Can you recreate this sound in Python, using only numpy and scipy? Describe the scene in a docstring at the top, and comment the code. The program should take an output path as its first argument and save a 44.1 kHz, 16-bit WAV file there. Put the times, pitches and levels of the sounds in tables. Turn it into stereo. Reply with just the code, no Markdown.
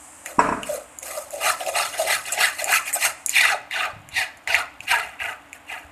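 """A steel spoon stirs wet pulp through a mesh strainer that sits on a pot, close by in a small kitchen.
Each stroke rasps: noisy slips ring the strainer's resonances while the loaded basket hums on gliding modes.
The pulp squelches in falling chirps, gulps and crackles; the spoon ticks on the steel and briefly squeaks.
Early on the pot knocks on the counter and rocks back, in ringing modes, rattle and low bumps.
The walls answer with a decaying noise tail; filtered noise makes a soft hiss and a low room tone."""
import sys
import numpy as np
from scipy import signal
from scipy.fft import rfft, irfft, next_fast_len
from scipy.io import wavfile
from scipy.ndimage import uniform_filter1d, minimum_filter1d

SR = 44100
rng = np.random.default_rng(int(sys.argv[2]) if len(sys.argv) > 2 else 0)


def put_to_file(sound):
    """Save the sound as 16-bit audio at rate SR, in the file named by the first command-line argument."""
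    columns = np.atleast_2d(sound).T  # one column per channel
    safe = np.clip(columns, -1, 1)
    whole_steps = np.round(safe * 32767)
    wavfile.write(sys.argv[1], SR, whole_steps.astype(np.int16))


N = 260684  # length in samples

# The spoon pushes into the mesh. Each row: start, rise, hold and release in seconds, easing over the hold
# in dB, relative rasp, basket hum and wire sizzle in dB, lag of the hum in seconds, swell of the hum in dB,
# squelch pitch at the start in Hz.
PUSHES = [ (0.251, 0.012, 0.03, 0.13, 3, -41.5, -38.5, -40, -0.016, 12, 1900),
          (0.63, 0.06, 0.064, 0.097, 1, -41, -43, -36, -0.0031, 27, 1950),
          (1.018, 0.011, 0.15, 0.15, -2.5, -41, -37.5, -35, -0.0066, 2.5, 2000),
          (1.403, 0.08, 0.013, .06, -0.5, -17, -23.5, -21.5, -0.008, 0, 1914),
          (1.736, 0.046, 0.05, 0.084, 2, -21.5, -27, -26, -.012, -13, 2036),
          (2.047, 0.067, .028, 0.063, -1.5, -18.5, -23, -23, -.035, -2, 2246),
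          (2.362, .065, 0.022, 0.073, 0, -14, -24.5, -22, -.025, -6, 2325),
          (2.66, .08, .02, 0.053, -1, -15.5, -25.5, -20, -.03, -12, 2146),
          (2.983, 0.067, 0.011, 0.055, 0, -17.5, -29, -18.5, 0.016, 8, 2362),
          (3.33, 0.031, 0.16, 0.05027, 7, -15, -32, -26.5, .03, 9.5, 2664),
          (3.706, .02, 0.1146, .08, -1, -20.5, -32.5, -40, 0.026, 10, 2449),
          (4.125, 0.0573, 0.013, 0.082, -0.5, -16.5, -33.5, -29.5, 0.018, 4, 2652),
          (4.47, 0.017, 0.11, 0.055, -2, -21, -28, -36, -0.0039, 5, 2343),
          (4.87, .03, 0.014, .165, 0.5, -14, -28, -29.5, 0.018, 10, 2265),
          (5.186, .022, 0.095, .07, -0.5, -24.5, -34, -45, .012, 2, 2442),
          (5.667, 0.044, .016, .13, -1, -27.5, -33.5, -45, 0.018, -9, 2494), ]
# The spoon slides lightly back through the pulp. Each row: start and length in seconds,
# relative rasp, basket hum and wire sizzle in dB.
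RETURNS = [(1.321, 0.098, -119, -30.5, -46), (1.589, 0.031, -33, -24.5, -36), (1.65, 0.044, -36, -22, -31),
           (1.919, 0.036, -30, -31.5, -38), (1.968, 0.056, -34, -23.5, -27),
           (2.251, .035, -29, -38.5, -34.5), (2.308, 0.034, -36, -30.5, -30), (2.572, .05, -28, -35, -32),
           (2.849, 0.04, -24, -38, -28), (2.936, 0.029, -29, -26.5, -26.5), (3.282, 0.053, -43, -81, -33),
           (4.808, 0.035, -45.5, -55.5, -46), (5.529, 0.024, -42.5, -64, -48)]
# During the quick stirring the spoon never leaves the mesh. One row: start and length in seconds,
# relative rasp, basket hum and wire sizzle in dB.
DRAG = (1.3, 1.5, -52, -48, -39.5)
# Broad resonances of rim, spoon and wires. Each row: pitch in Hz, width of each of two passes in Hz,
# relative level in dB.
STRAINER = [(83.5, 240, -32), (767.7, 42, -8.5), (1028, 310, -14.5), (1250, 170, -1), (1739, 194, -9.5),
            (2017, 216, -4.5), (2476, 410, -2.5), (2766, 140, -6), (3600, 710, -10.5), (4115, 760, -8.5),
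            (4370, 85, -18.5), (5170, 1400, -8.5), (6470, 760, -8.5), (8400, 2700, -2), (10670, 1800, -7.5),
            (12800, 1100, -13)]
# Stereo width of the scrape. Each row: frequency in Hz, side level against the middle in dB.
SCRAPE_WIDTH = [(2800, -83), (4300, -58), (7000, -11.5), (12000, -5.5)]
# Treble slope of the scrape about 8 kHz. Each row: time in seconds, slope in dB per octave.
BRIGHTNESS = [(1.2, 2.5), (1.8, -2), (2.4, -1), (2.95, 4), (3.4, -3.5), (4.55, -4.5), (5.27, 4.5)]
# The basket's modes. Each row: multiple of its note, width of each of two passes in Hz, relative level in dB.
BASKET_MODES = [(.58, 56, -24.5), (.88, 74, -10), (1, 68, -7.5), (1.17, 107, -9.5)]
# Air pockets gulping in the pulp. Each row: start in seconds, peak in dB, middle pitch in Hz,
# length in seconds.
GULPS = [(0.688, -19, 600, 0.028), (0.725, -21, 618, 0.0172), (0.743, -24, 544, 0.0155),
         (1.167, -24, 604, 0.027), (1.325, -28, 601, 0.026), (1.687, -22, 670, 0.012),
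         (1.989, -15, 645, 0.0346), (2.616, -21.5, 636.4, 0.017), (2.955, -21, 729, 0.016),
         (3.513, -19, 780, 0.037), (3.856, -31, 744, .028), (4.922, -18, 954, 0.027)]
# Spoon edge on steel. Each row: start in seconds, relative bright tick in dB, relative dull clack in dB,
# clack pitch in Hz.
TICKS = [(0.2604, -11.5, -26, 2080), (0.632, -13.5, -26, 2730), (0.987, -12, -59.5, 2220),
         (1.029, -17, -39, 2290), (1.3067, -14, -46, 1834), (1.36, -19, -57, 2100),
         (1.6064, -34, -30, 2920), (1.664, -13, -29.5, 2680), (2.255, -36, -32, 2740),
         (2.323, -2.5, -50, 2510), (2.6427, -2.5, -31, 2540), (2.929, -10, -29, 1990),
         (2.9405, -17, -44, 1597), (3.262, 3.5, -46.5, 2250), (3.2851, -20, -32, 2300),
         (3.2938, 1, -35, 2130), (3.7109, -23, -24.5, 2104), (4.0892, -19.5, -40, 2310),
         (4.373, -26.5, -50, 2050), (4.475, -16, -17.5, 2110), (4.5446, -23, -10, 2070),
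         (4.55, -10, -11.5, 2293), (4.8053, -23, -28, 2600), (5.2018, -50, -27, 2040),
         (5.53, -21.5, -29, 2310)]
# The spoon's edge on a wire. Each row: pitch in Hz, width in Hz, relative level in dB.
EDGE_MODES = [(6980, 490, -4.5), (9000, 4000, -11.5), (10250, 2300, -8.5), (11300, 2000, -40)]
# The spoon's tip skating over the wires. Each row: start in seconds, level in dB, length in seconds,
# pitch in Hz.
SKITTERS = [(2.32, -23.5, 0.018, 7830), (2.93, -21, 0.032, 8276), (2.931, -27, 0.029, 11730)]
# Pot on the counter. Each row: start in seconds, rms of the first 10 ms in dB.
KNOCKS = [(0.385, -30), (0.391, -7), (0.4888, -18.5), (0.5241, -20.5)]
# The pot's modes. Each row: pitch in Hz, relative level in dB, time to fall 60 dB in seconds.
POT_MODES = [(152, -34, 0.24), (281.4, -27.5, 0.32), (429, -15, 0.087), (668, -7, 0.06), (984, -0.5, 0.041),
             (1027, 11.5, 0.016), (1357, -10.5, 0.066), (1643, -13.5, 0.083), (1960, -16, 0.045),
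             (2210, -30.5, 0.23), (2570, -13, 0.052), (5540, -13, 0.025), (7680, -13, 0.057)]
# Spectrum of the loose strainer's rattle. Each row: frequency in Hz, relative level in dB.
RATTLE_SPECTRUM = [(29, -53), (50, -17.5), (272, -25), (356, -28), (446, -2), (511, -22), (612, -2),
                   (840, -18), (1010, -7), (1650, -10.5), (2120, -23), (2370, -18), (3400, -39),
                   (7840, -36), (11000, -41), (14300, -74), (22000, -120)]
# Soft bumps of the pot. Each row: start in seconds, relative level in dB, pitch in Hz.
BUMPS = [(0.3839, -7, 260), (0.486, -11, 267), (0.516, -12.5, 250), (3.932, -33.5, 107),
         (3.963, -31, 141.5), (4.131, -36, 89.8), (4.487, -39, 88), (4.551, -41, 74.8), (4.8, -38, 120),
         (5.22, -41.5, 89), (5.849, -40.5, 78.6)]
# Decay of the kitchen. Each row: frequency in Hz, time to fall 60 dB in seconds.
KITCHEN_DECAY = [(150, 0.68), (700, 0.35), (2200, 0.44), (5000, 0.52), (12000, 0.065)]
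# Spectrum of the room tone. Each row: frequency in Hz, relative level in dB.
ROOM_SPECTRUM = [(20, -40), (40, -21), (65, 4), (120, -20.5), (210, -13.5), (295, 2.5), (370, -13),
                 (560, -3), (720, 1.5), (1500, -4), (2700, -8), (4500, -23), (8000, -29.5), (14500, -26.5)]
# Spectrum of the hiss. Each row: frequency in Hz, relative level in dB.
HISS_SPECTRUM = [(2350, -61), (4000, -48), (5050, -36), (5190, -42), (7680, -22), (8820, -23), (13700, -46),
                 (15000, -92)]
# Loudness of the hiss. Each row: time in seconds, level in dB.
HISS_LEVEL = [(0, -46), (0.9, -53), (2.498, -51), (3.199, -51.5), (3.7, -71), (5.9, -66.5)]

RETURN_RISE_S, RETURN_RELEASE_S = 0.02477, 0.04124
EDGE_DB = 22  # a stroke climbs this far in its rise and drops as far in its release
RELEASE_CURVE = 1.1  # exponent: the hand lets go gently, then faster
FOLLOW_THROUGH_S = 0.043  # the spoon keeps travelling after the hand eases
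REST_DB = -72  # the pulp settling between strokes
GLANCING_HZ = 2160  # the squelch where the spoon only slides
SQUELCH_FALL_OCT_PER_S = 3.81  # as the spoon digs in
# the basket's note: pressed firmly when full, its rise as pulp drains, its rise with the spoon's pressure
BASKET_HZ, DRAIN_HZ_PER_S, TENSION_HZ_PER_DB = 678.8, 19, 3.5
SLACK_DB, FIRM_DB = -43, -21  # rasp at which the mesh hangs slack, and at a firm press
TOP_HZ = 14350  # band limit


def force_db(age, rise, hold, release):
    """The hand's force through one stroke, in dB below its top."""
    before_top = np.maximum(1 - age / rise, 0) ** 2
    after_hold = (np.maximum(age - rise - hold, 0) / release) ** RELEASE_CURVE
    return -EDGE_DB * np.minimum(before_top + after_hold, 10)


def stroke_controls():
    """Hum, rasp and sizzle gains and squelch pitch: strokes rise, hold and release as the squelch falls."""
    t = np.arange(N) / SR
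    light = [(s, RETURN_RISE_S, length - RETURN_RISE_S, RETURN_RELEASE_S, 0, *levels, 0, 0, GLANCING_HZ)
             for s, length, *levels in RETURNS]
    start, length, *drag_db = DRAG
    dragging = force_db(t - start, RETURN_RISE_S, length, RETURN_RELEASE_S)
    # strokes add up as powers
    rasp, hum, sizzle = [amp(db + dragging) ** 2 + amp(REST_DB) ** 2 for db in drag_db]
    pitch = rasp * GLANCING_HZ  # averaged with the rasp power as weight
    for (s, rise, hold, release, easing_db, rasp_db, hum_db, sizzle_db,
         lag, swell_db, start_hz) in PUSHES + light:
        age = t - s
        moving_s = rise + hold + FOLLOW_THROUGH_S
        dug_s = np.clip(age, 0, moving_s)
        easing = easing_db * np.interp(age, [rise, rise + abs(hold)], [.5, -.5])
        force = force_db(age, rise, hold, release) + easing
        push = amp(rasp_db + force) ** 2
        rasp = rasp + push
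        sizzle = sizzle + amp(sizzle_db + force) ** 2
        swell = swell_db * (dug_s / moving_s - .5)
        hum = hum + amp(hum_db + force_db(age - lag, rise, hold, release) + swell) ** 2
        pitch = pitch + push * start_hz * 2 ** (-SQUELCH_FALL_OCT_PER_S * dug_s)
    return np.sqrt(hum), np.sqrt(rasp), np.sqrt(sizzle), pitch / rasp


def scraping(hum, rasp, sizzle, squelch_hz, smear=0.94, lumps_db=2.12, below_db=22, above_db=7):
    """The spoon slips over the wires, and the slips ring the whole strainer."""
    out = np.zeros((2, N))
    slips = snaps(rate=2400, scatter_db=-0.5)
    lumps = lumps_db * wobble(170)
    slope_db = np.interp(np.arange(N) / SR, *np.transpose(BRIGHTNESS))
    for hz, width, db in STRAINER:
        drive = slips + smear * rng.standard_normal(N)  # wet pulp smears the slips into noise
        ring = unit(steep(drive, hz, width))
        side = amp(along(SCRAPE_WIDTH, hz)) * unit(steep(rng.standard_normal(N), hz, width))
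        # low resonances follow the flexing basket, high ones the wires, the middle ones the spoon's pressure
        low = along([(900, 0.36), (2000, 0.026)], hz)
        high = along([(2700, 0.18), (6000, 1.0)], hz)
        level = hum ** low * sizzle ** high * rasp ** (1 - low - high)
        # middle resonances below the pitch of the pocket under the spoon stay shut, so a push opens downward
        focus_db = np.where(hz < squelch_hz, below_db, above_db)
        in_middle = 1100 < hz < 3000
        detuning = in_middle * np.minimum(np.log2(hz / squelch_hz) ** 2, 1)
        treble_octaves = (hz > 3000) * np.log2(hz / 8000)
        shade_db = db + lumps - focus_db * detuning + slope_db * treble_octaves
        out += level * amp(shade_db) * stereo(ring, side)
    return amp(-2.5) * patchy(out, depth_db=4.0)


def patchy(x, depth_db):
    """Shifting pulp damps patches of the spectrum for some milliseconds at a time."""
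    z = signal.stft(x, nperseg=256)[2]
    field = uniform_filter1d(rng.standard_normal(z.shape[1:]), size=2, axis=0)  # across frequency
    field = uniform_filter1d(field, size=6, axis=1)  # across time
    y = signal.istft(z * amp(depth_db * unit(field)), nperseg=256)[1][:, :N]
    return y * np.std(x) / np.std(y)


def basket_note(rasp):
    """The note climbs as the pulp drains, and whenever the spoon pulls the mesh taut."""
    pressure_db = np.maximum(20 * np.log10(rasp), SLACK_DB) - FIRM_DB
    return BASKET_HZ + DRAIN_HZ_PER_S * np.arange(N) / SR + TENSION_HZ_PER_DB * pressure_db


def basket(hum, note_hz, unevenness_db=2):
    """The loaded basket hums; its modes slide together with its note."""
    cycles = np.cumsum(note_hz) / SR
    out = np.zeros(N)
    for multiple, width, db in BASKET_MODES:
        # slow noise on a cosine and a sine makes a narrow band that can glide
        slow = filtered(rng.standard_normal((2, N)), lambda f: 1 / (1 + 2j * f / width) ** 2)
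        a, b = unit(slow)
        phase = 2 * np.pi * multiple * cycles
        out += amp(db) * (a * np.cos(phase) + b * np.sin(phase))
    return hum * amp(unevenness_db * wobble(60)) * out


def squelches(rasp, squelch_hz, count=900, length=0.023, sag=0.066):
    """Small pockets open in the pulp under the spoon, each a short falling chirp."""
    out = np.zeros(N)
    for when, pitch, size in rng.random((count, 3)):
        i = int(when * (N - 1))
        hz = squelch_hz[i] * np.interp(pitch, [0, 1], [.68, 1.06])
        add(out, i / SR, rasp[i] * size * bubble(hz, length, sag))
    return amp(-3.5) * out


def wet_crackle(sizzle, growth=0.64):
    """Thin films of pulp snap on the mesh wherever the spoon moves."""
    return amp(-24.5) * sizzle ** growth * unit(ringing(snaps(rate=130, scatter_db=5.5), EDGE_MODES))


def gulps():
    """Large air pockets behind the spoon."""
    out = np.zeros(N)
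    for s, db, hz, length in GULPS:
        add(out, s, amp(db) * bubble(hz, length, sag=0.18))
    return out


def bubble(hz, length, sag):
    """A pocket of air that swells and fades, its pitch sagging as it opens."""
    u = np.linspace(0, 1, int(length * SR))
    cycles = np.cumsum(hz * (1 + sag * (.5 - u))) / SR
    return np.sin(np.pi * u) * np.sin(2 * np.pi * cycles)


def ticks():
    """A short contact rings the spoon's edge and, when firm, the strainer's rim."""
    out, t = np.zeros(N), np.arange(SR // 10) / SR
    for s, tick_db, clack_db, clack_hz in TICKS:
        # a fast decay over a quieter, slower one
        blow = rng.standard_normal(len(t)) * (amp(-60 * t / 0.0055) + amp(-13 - 60 * t / 0.075))
        blow[0] += amp(15.5)  # the contact itself, ahead of its grit
        edge = ringing(blow, EDGE_MODES)
        rim = steep(blow, clack_hz, width_hz=500)
        tick = amp(tick_db - 6.0) * edge / np.abs(edge).max()
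        clack = amp(clack_db + 6.5) * rim / np.abs(rim).max()
        add(out, s, tick + clack)
    return out


def skitters():
    """The tip skates for a moment: a thin, gritty squeak of narrow-band noise."""
    out = np.zeros(N)
    for s, db, length, hz in SKITTERS:
        u = np.linspace(0, 1, int(length * SR))
        grit = unit(steep(rng.standard_normal(len(u)), hz, width_hz=1120))
        add(out, s, amp(db) * np.sqrt(4 * u * (1 - u)) * grit)
    return out


def pot_knocks(dulling=0.26):
    """The pot strikes the counter, softer blows sounding duller; the loose strainer rattles on after each."""
    out, t = np.zeros(N), np.arange(SR) / SR
    for s, db in KNOCKS:
        ring = np.zeros(len(t))
        for hz, level, t60 in POT_MODES:
            tilt_db = dulling * db * max(np.log2(hz / 2000), 0)
            mode_db = level + rng.normal(0, 1) + tilt_db - 60 * t / t60
            ring += amp(mode_db) * np.sin(2 * np.pi * hz * t)
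        # a harder blow shakes the strainer more
        rattle = amp(-13.5 + .5 * db - 60 * t / 0.65) * coloured(rng.standard_normal(len(t)), RATTLE_SPECTRUM)
        blow = (ring + rattle) * (1 - np.exp(-t / 0.0022))
        add(out, s, amp(db) * blow / np.std(blow[:SR // 100]))
    return out


def pot_bumps():
    """A soft push on the pot: a few low cycles, 60 dB down after nine."""
    out, t = np.zeros(N), np.arange(SR // 4) / SR
    for s, db, hz in BUMPS:
        decay = amp(db - 2.0 - 60 * t * hz / 9)
        add(out, s, decay * np.sin(2 * np.pi * hz * t) * (1 - np.exp(-t / 0.0013)))
    return out


def kitchen(x):
    """Hard walls answer; each frequency dies at its own speed."""
    hz, t, z = signal.stft(rng.standard_normal(SR), SR, nperseg=256)
    decay = amp(-60 * t / along(KITCHEN_DECAY, hz)[:, None])
    tail = signal.istft(z * decay, SR, nperseg=256)[1]
    tail = tail * (1 - np.exp(-np.arange(len(tail)) / SR / 0.0009))
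    wet = signal.fftconvolve(x, tail[None] / np.linalg.norm(tail), axes=1)[:, :N]
    return filtered(wet, lambda f: amp(along([(200, 7), (2200, -2.0), (4000, -9), (12000, 5)], f)))


def background():
    """Room tone with a faint hum, and a high hiss that fades away past halfway, all filtered noise."""
    noise = lambda: rng.standard_normal(N)
    tone = amp(-49.5) * coloured(noise(), ROOM_SPECTRUM)
    faint_hum = amp(-61.5) * unit(ringing(noise(), [(94, 49, -11.0), (293, 17, -3.5)]))
    hiss = stereo(coloured(noise(), HISS_SPECTRUM), amp(-18) * coloured(noise(), HISS_SPECTRUM))
    hiss_gain = amp(np.interp(np.arange(N) / SR, *np.transpose(HISS_LEVEL)))
    return tone + faint_hum + hiss_gain * hiss


def amp(db):
    """Decibels to gain."""
    return 10 ** (np.asarray(db) / 20)


def unit(x):
    """Scale to rms 1."""
    return x / np.sqrt(np.mean(x ** 2) + 1e-20)


def along(points, hz):
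    """(Hz, value) points read on a log axis."""
    f, v = np.transpose(points)
    return np.interp(np.log(hz + 1), np.log(f + 1), v)


def filtered(x, response):
    """x times a response of frequency."""
    size = x.shape[-1]
    m = next_fast_len(size + SR // 2)  # padded, so that ringing does not wrap round
    return irfft(rfft(x, m) * response(np.fft.rfftfreq(m, 1 / SR)), m)[..., :size]


def coloured(x, spectrum):
    """x shaped by the given spectrum, at rms 1."""
    return unit(filtered(x, lambda hz: amp(along(spectrum, hz))))


def resonance(f, hz, width_hz):
    """Response of one resonance, 1 at its centre."""
    return 1j * f * width_hz / (hz * hz - f * f + 1j * f * width_hz)


def ringing(x, modes):
    """x through a set of resonances of alternating sign."""
    return filtered(x, lambda f: sum((-1) ** k * amp(db) * resonance(f, hz, width)
                                     for k, (hz, width, db) in enumerate(modes)))


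def steep(x, hz, width_hz):
    """x through one resonance twice, which keeps the valleys beside it dark."""
    return filtered(x, lambda f: resonance(f, hz, width_hz) ** 2)


def snaps(rate, scatter_db):
    """Single impulses at random times and of random sizes, at rms 1."""
    happens = rng.random(N) < rate / SR
    size = amp(scatter_db * np.minimum(rng.standard_normal(N), 2))
    return unit(happens * rng.choice([-1, 1], N) * size)


def wobble(rate):
    """A random curve of straight pieces, rate knots a second."""
    knots = rng.standard_normal(int(N * rate / SR) + 4)
    return np.interp(np.arange(N) * rate / SR, np.arange(len(knots)), knots)


def add(track, s, sound):
    """Mix a sound into a track at time s."""
    part = track[..., round(s * SR):][..., :sound.shape[-1]]
    part += sound[..., :part.shape[-1]]


def stereo(mid, side):
    """Left and right from mid and side."""
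    return np.array([mid + side, mid - side])


def scene():
    """Everything at the strainer, in the kitchen."""
    hum, rasp, sizzle, squelch_hz = stroke_controls()
    strainer = scraping(hum, rasp, sizzle, squelch_hz) + basket(hum, basket_note(rasp))
    pulp = squelches(rasp, squelch_hz) + wet_crackle(sizzle) + gulps()
    spoon = ticks() + skitters()
    pot = pot_knocks() + pot_bumps()
    near = strainer + pulp + spoon + pot
    return near + amp(-12.5) * kitchen(near) + background()


def record(dry):
    """A limiter turns down the loudest peaks; a steep low-pass then cuts the top at the band limit."""
    needed = np.minimum(1, .95 / (np.abs(dry).max(axis=0) + 1e-9))
    gain = uniform_filter1d(minimum_filter1d(needed, size=200), size=200)
    return filtered(dry * gain, lambda hz: 1 / np.sqrt(1 + (hz / TOP_HZ) ** 180))


dry = scene()
out = record(dry)
put_to_file(out)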